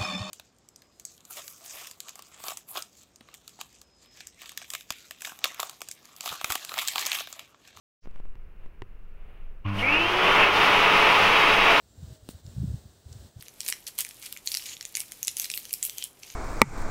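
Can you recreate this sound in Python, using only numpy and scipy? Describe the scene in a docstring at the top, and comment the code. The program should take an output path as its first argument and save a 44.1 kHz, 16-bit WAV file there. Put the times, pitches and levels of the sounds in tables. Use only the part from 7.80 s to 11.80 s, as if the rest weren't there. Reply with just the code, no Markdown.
"""Electric hand dryer starting

A quiet, tiled restroom: room rumble, rustling cloth and a few handling clicks on a hand-held phone.
Then a hand dryer close by grunts on with decaying mains hum and casing buzz; harmonics of the shaft sweep
through the housing resonances and sink into shaped noise, the roar and hiss of an air jet that swells and
flutters on a hand. Echoes and a diffuse tail add the tiles; soft low noise is air on the microphone."""
import sys
import numpy as np
from scipy import signal
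from scipy.fft import rfft, irfft
from scipy.io import wavfile
from scipy.ndimage import uniform_filter1d, minimum_filter1d

SR = 44100
rng = np.random.default_rng(int(sys.argv[2]) if len(sys.argv) > 2 else 0)


def dump(signal):
    """Clip the signal to [-1, 1] and save it as 16-bit WAV at the path in sys.argv[1]."""
    limited = np.clip(np.atleast_2d(signal).T, -1, 1)
    pcm = np.round(limited * 32767).astype(np.int16)
    wavfile.write(sys.argv[1], SR, pcm)


N = 176400
ON_S, START_RAMP_S = 1.843, 0.014


def undb(db):
    """Decibels to amplitude gain."""
    return 10 ** (np.asarray(db) / 20)


def bins():
    """Frequency axis of the spectrum [Hz]."""
    return np.arange(N // 2 + 1) * SR / N


def colour(points):
    """Level [dB] at every bin, interpolated over log frequency from (Hz, dB) points."""
    hz, db = np.array(points, float).T
    return np.interp(np.log(bins() + 1e-9), np.log(hz), db)


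def bell(f, hz, width):
    """Resonance curve: 1 at its centre, 1/2 at half the width to either side."""
    return 1 / (1 + (2 * (f - hz) / width) ** 2)


def noise(gain):
    """Gaussian noise of rms 1, filtered by the gain at every bin."""
    x = irfft(rfft(rng.standard_normal(N)) * gain, N)
    return x / x.std()


def walk(rate_hz):
    """Smooth random motion of rms 1: noise under a Gaussian low-pass, without DC."""
    return noise(np.exp(-.5 * (bins() / rate_hz) ** 2) * (bins() > 0))


def swell(t, at, sigma):
    """Gaussian rise and fall, peak 1."""
    return np.exp(-.5 * ((t - at) / sigma) ** 2)


def bursts(t, table):
    """Short swells of noise, each in its own resonance."""
    out = 0
    for at, sigma, hz, width, db in table:
        out = out + undb(db) * swell(t, at, sigma) * noise(bell(bins(), hz, width))
    return out


def room(t):
    """Ventilation rumble as steady coloured noise, and faint rustles of clothing as noise swells."""
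    # room tone: (frequency [Hz], relative density [dB])
    room_colour = [(10, 31.5), (20, 39), (30, 24), (50, 17.5), (100, 7.5), (180, 3.5), (270, -6), (400, -1),
                   (560, -7.5), (850, -11.5), (1300, -9.5), (1900, -14.5), (2750, -13), (3300, -26),
                   (4200, -31), (8000, -39), (16000, -32)]
    # rustles of clothing: (time [s], sigma [s], level [dB])
    rustles = [(0.233, 0.023, -63), (0.367, 0.033, -63.5), (0.833, 0.028, -63), (1.534, 0.13, -60.5)]
    # spectrum of the cloth: (frequency [Hz], relative density [dB])
    cloth_colour = [(100, -9.5), (500, 8.5), (1400, -1.5), (2800, 0.5), (4000, -17.5), (6000, -38.5),
                    (9000, -26.5), (16000, -26)]
    level_db, from_s, fade_s = -61.5, 0.222, 0.03
    tone = noise(undb(colour(room_colour)))
    # the level is the rms above 150 Hz
    rms_above_150_hz = irfft(rfft(tone) * (bins() > 150), N).std()
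    rumble = undb(level_db) * tone / rms_above_150_hz
    cloth_level = sum(undb(db) * swell(t, at, sigma) for at, sigma, db in rustles)
    waver = undb(1.0 * walk(60))
    cloth = noise(undb(colour(cloth_colour))) * waver * cloth_level
    return (rumble + cloth) * np.clip((t - from_s) / fade_s, 0, 1)


def taps(t):
    """Fingers knock the phone: a push, duller the longer the contact, and a short ring of the case."""
    # knocks: (time [s], push peak [dB], contact time to peak [s], case ring [dB])
    knocks = [(0.2577, -37, 0.00028, -56), (.2735, -32, 0.00051, -53), (.312, -48, .00004, -60),
              (.360, -39.5, 0.00012, -52), (.401, -35.5, 0.00033, -61), (0.455, -42, 0.0002, -60),
              (.555, -47, .00007, -48), (0.861, -43, 0.00044, -46), (1.0206, -38, 0.00016, -27.5)]
    # modes of the phone case: (frequency [Hz], relative level [dB], T60 [s])
    case_modes = [(106, -6, 0.06), (380, -4, 0.029), (1000, -5.5, 0.012), (1900, -5, 0.0077),
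                  (2750, -13, 0.011)]
    out = 0
    for at, push_db, contact, ring_db in knocks:
        age = np.maximum(t - at, 0)
        push = age / contact * np.exp(1 - np.minimum(age / contact, 50))
        ring = 0
        for hz, db, t60 in case_modes:
            decay = undb(db - 60 * np.minimum(age / t60, 10))
            ring = ring + decay * np.sin(2 * np.pi * hz * age)
        out = out - undb(push_db) * push - undb(ring_db) * ring
    return out


def handling(t):
    """The phone is knocked, stroked and rocked: taps, resonant noise swells and slow negative pulses."""
    # skin sliding on the phone: (time [s], sigma [s], centre [Hz], width [Hz], level [dB])
    slides = [(0.244, 0.013, 5140, 2500, -69.5), (0.357, 0.019, 4970, 5000, -80)]
    # phone rocking in the hand: (time [s], sigma [s], peak [dB])
    rocks = [(0.3, 0.016, -29.5), (0.383, 0.026, -27), (0.478, 0.028, -25.5), (0.862, 0.015, -33)]
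    rocking = -sum(undb(db) * swell(t, at, sigma) for at, sigma, db in rocks)
    return taps(t) + bursts(t, slides) + rocking


def windings(age):
    """Starting current hums at even mains harmonics and rattles the casing; it decays to a running hum."""
    # hum: (multiple of mains, starting level [dB], rise [s], decay [s], running level before waver [dB])
    hum_tones = [(2, -26, 0.015, 0.11, -47), (4, -31, 0.087, 0.1, -49), (6, -42.5, 0.018, 0.16, -51.5)]
    # casing resonances: (frequency [Hz], half-power width [Hz], relative level [dB])
    casing_modes = [(596, 8.8, -3), (1063, 30, -2), (1370, 72, -19), (2400, 21, -13), (2830, 250, -14.5)]
    mains_hz, waver_db, waver_hz = 49.9, 2, 5
    buzz_db, inrush_s, casing_top_hz = -38, 0.16, 3600
    mains = 2 * np.pi * mains_hz * age
    hum = 0
    for k, start_db, rise, decay, run_db in hum_tones:
        starting = undb(start_db) * np.minimum(age / rise, 1) * np.exp(-age / decay)
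        running = undb(run_db + waver_db * walk(waver_hz))
        hum = hum + (starting + running) * np.sqrt(2) * np.cos(k * mains)
    power = sum(undb(2 * db) * bell(bins(), hz, w) for hz, w, db in casing_modes)
    casing = noise(np.sqrt(power) / (1 + (bins() / casing_top_hz) ** 6))
    buzz = undb(buzz_db) * np.exp(-age / inrush_s) * casing
    return hum + buzz * (1 + .5 * np.cos(2 * mains))


def fan(age):
    """The shaft spins up; its tones and the blade swirl flare as they cross the housing resonances."""
    # shaft tones: (multiple of shaft speed, level before flare [dB], roughness [0-1])
    shaft_tones = [(1, -37, .5), (2, -41, .8), (3, -42, .8), (8, -41.5, .35), (9, -42, .3), (18, -69, .3)]
    # housing resonances: (frequency [Hz], two-sigma width [Hz], lift [dB])
    housing = [(197, 36, 12), (335, 46, 6), (2250, 170, 16), (2510, 190, 13), (2760, 220, 15.5),
               (3070, 170, 7)]
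    top_speed_hz, fast_s, slow_s = 424, .127, .383
    swirl_db, swirl_width_hz, blades = -46, 170, 9
    full_voice_share = .6  # of top speed
    speed = 1 - (np.exp(-age / fast_s) + np.exp(-age / slow_s)) / 2
    hz = top_speed_hz * speed
    turn = 2 * np.pi * np.cumsum(hz * (1 + .0005 * walk(8))) / SR

    def flare(f):
        """Gain of the housing at the passing frequency."""
        return undb(sum(db * swell(f, centre, w / 2) for centre, w, db in housing))

    tones = 0
    for k, db, rough in shaft_tones:
        size = 1 + rough * (walk(20) + 1j * walk(20))
        size = size / np.sqrt(np.mean(abs(size) ** 2) / 2)  # tone of rms 1
        tones = tones + undb(db) * flare(k * hz) * np.real(size * np.exp(1j * k * turn))
    carrier = np.sqrt(2) * np.cos(blades * turn)
    swirl = undb(swirl_db) * flare(blades * hz) * walk(swirl_width_hz) * carrier
    return (tones + swirl) * np.clip(speed / full_voice_share, 0, 1) ** 4


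def jet(t):
    """Turbulent air roars through the cavity resonances and hisses at the nozzle; both flutter together."""
    # air levels before trim: (time [s], roar [dB], hiss [dB])
    air = [(1.85, -49, -66), (1.87, -44, -64), (1.89, -41, -56), (1.91, -43, -62.5), (2.0, -34, -44),
           (2.06, -31, -47.5), (2.14, -26.5, -44), (2.26, -28.5, -42.5), (2.5, -20, -37),
           (2.53, -22.5, -38.5), (2.6, -17.5, -36), (2.72, -25.5, -39.5), (2.77, -20, -35),
           (3.62, -20.5, -34.5), (3.66, -19.5, -36.5), (3.76, -21.5, -35.5), (3.92, -19, -34),
           (4.0, -22.5, -35)]
    # spectrum of the roar: (frequency [Hz], relative density [dB])
    roar_colour = [(25, -42), (60, -29), (110, -14.5), (180, -13), (260, -14), (450, -4.5), (720, -7),
                   (900, -2), (1200, -1.5), (1700, -6), (2300, -1.5), (2700, -2.5), (3100, -6.5),
                   (3700, -20), (4500, -36.5), (9000, -65)]
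    # spectrum of the hiss: (frequency [Hz], relative density [dB])
    hiss_colour = [(1500, -17), (3300, 4), (4100, 0.5), (5100, -2), (6200, -8), (7300, -16.5), (8600, -18),
                   (10300, -16), (13000, -20.5), (16000, -19)]
    # resonances of housing and wall gap: (frequency [Hz], width at half the lift [Hz], lift [dB])
    cavity = [(193, 18.5, 5), (295, 15, 6.5), (442, 15, 3.5), (589, 14, 5), (680, 19.5, 7.5), (736, 9.9, 6),
              (857, 30, 5), (994, 29, 4), (1109, 22, 4.5), (1260, 21, 3.5), (1433, 13, 4.5),
              (1800, 17, 3.5), (2505, 24, 1), (2687, 130, 2)]
    # short rushes of air: (time [s], sigma [s], centre [Hz], width [Hz], level before flutter [dB])
    rushes = [(2.002, 0.013, 2900, 350, -32), (2.007, 0.052, 9500, 7000, -59),
              (2.622, 0.023, 2580, 280, -19)]
    roar_trim_db, hiss_trim_db = 2.5, 1.5
    flutter_db, flutter_hz, shimmer_db, shimmer_hz = 0.3, 45, 0.66, 7.3
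    edge_hz, edge_start_db, edge_full_s = 1800, -2, 4.1
    s, roar_db, hiss_db = np.array(air).T
    lift_db = sum(db * bell(bins(), hz, w) for hz, w, db in cavity)
    roar = noise(undb(colour(roar_colour) + lift_db))
    # the bright edge of the roar fills in as the jet gathers speed
    edge = roar - irfft(rfft(roar) / (1 + (bins() / edge_hz) ** 8), N)
    edge_gain = undb(np.interp(t, [ON_S, edge_full_s], [edge_start_db, 0]))
    roar = roar + edge * (edge_gain - 1)
    roar = roar * undb(np.interp(t, s, roar_db) + roar_trim_db)
    shimmer = shimmer_db * walk(shimmer_hz)
    hiss = noise(undb(colour(hiss_colour)))
    hiss = hiss * undb(np.interp(t, s, hiss_db) + hiss_trim_db + shimmer)
    return (roar + hiss + bursts(t, rushes)) * undb(flutter_db * walk(flutter_hz))


def tiles(x):
    """The small hard room: early reflections and a short diffuse tail, both weakened in the bass."""
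    # reflections from wall, basin and floor, before the bass cut: (delay [s], level [dB])
    echoes = [(.0023, -27), (.0071, -18.5), (0.0115, -21.5)]
    tail_db, t60_s, tail_from_s, diffuse_from_hz = -10.5, 0.44, .008, 900
    age = np.arange(int(.5 * SR)) / SR
    tail = rng.standard_normal(len(age)) * undb(-60 * age / t60_s) * (age > tail_from_s)
    tail = rfft(tail / np.linalg.norm(tail), 2 * N)
    f = np.arange(N + 1) * SR / (2 * N)
    early = sum(undb(db) * np.exp(-2j * np.pi * f * delay) for delay, db in echoes)
    bass_cut = f ** 2 / (f ** 2 + diffuse_from_hz ** 2)
    response = 1 + (early + undb(tail_db) * tail) * bass_cut
    return irfft(rfft(x, 2 * N) * response)[:N]


def buffeting(t):
    """Stray air from the outlet thuds softly on the microphone: low-passed noise."""
    # outflow on the microphone: (time [s], level [dB])
    outflow = [(1.9, -55), (2.05, -44), (3.2, -46), (3.45, -70)]
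    thud_hz = 35
    level = undb(np.interp(t, *np.array(outflow).T))
    return walk(thud_hz) * level * np.clip((t - ON_S) / START_RAMP_S, 0, 1)


def scene():
    """The quiet room and the handled phone, then the dryer."""
    t = np.arange(N) / SR
    age = np.maximum(t - ON_S, 0)
    dryer = (windings(age) + fan(age) + jet(t)) * np.clip(age / START_RAMP_S, 0, 1)
    return (room(t) + handling(t) + tiles(dryer) + buffeting(t))[None]


def record(dry):
    """The phone's limiter holds down the highest peaks; a steep low-pass cuts the top."""
    ceiling, hold_samples, cut_hz = .5, 441, 15750
    needed = ceiling / np.maximum(abs(dry), ceiling)
    gain = uniform_filter1d(minimum_filter1d(needed, hold_samples), hold_samples)
    low_pass = signal.ellip(10, .2, 80, cut_hz, fs=SR, output="sos")
    return signal.sosfilt(low_pass, dry * gain)


dry = scene()
out = record(dry)
dump(out)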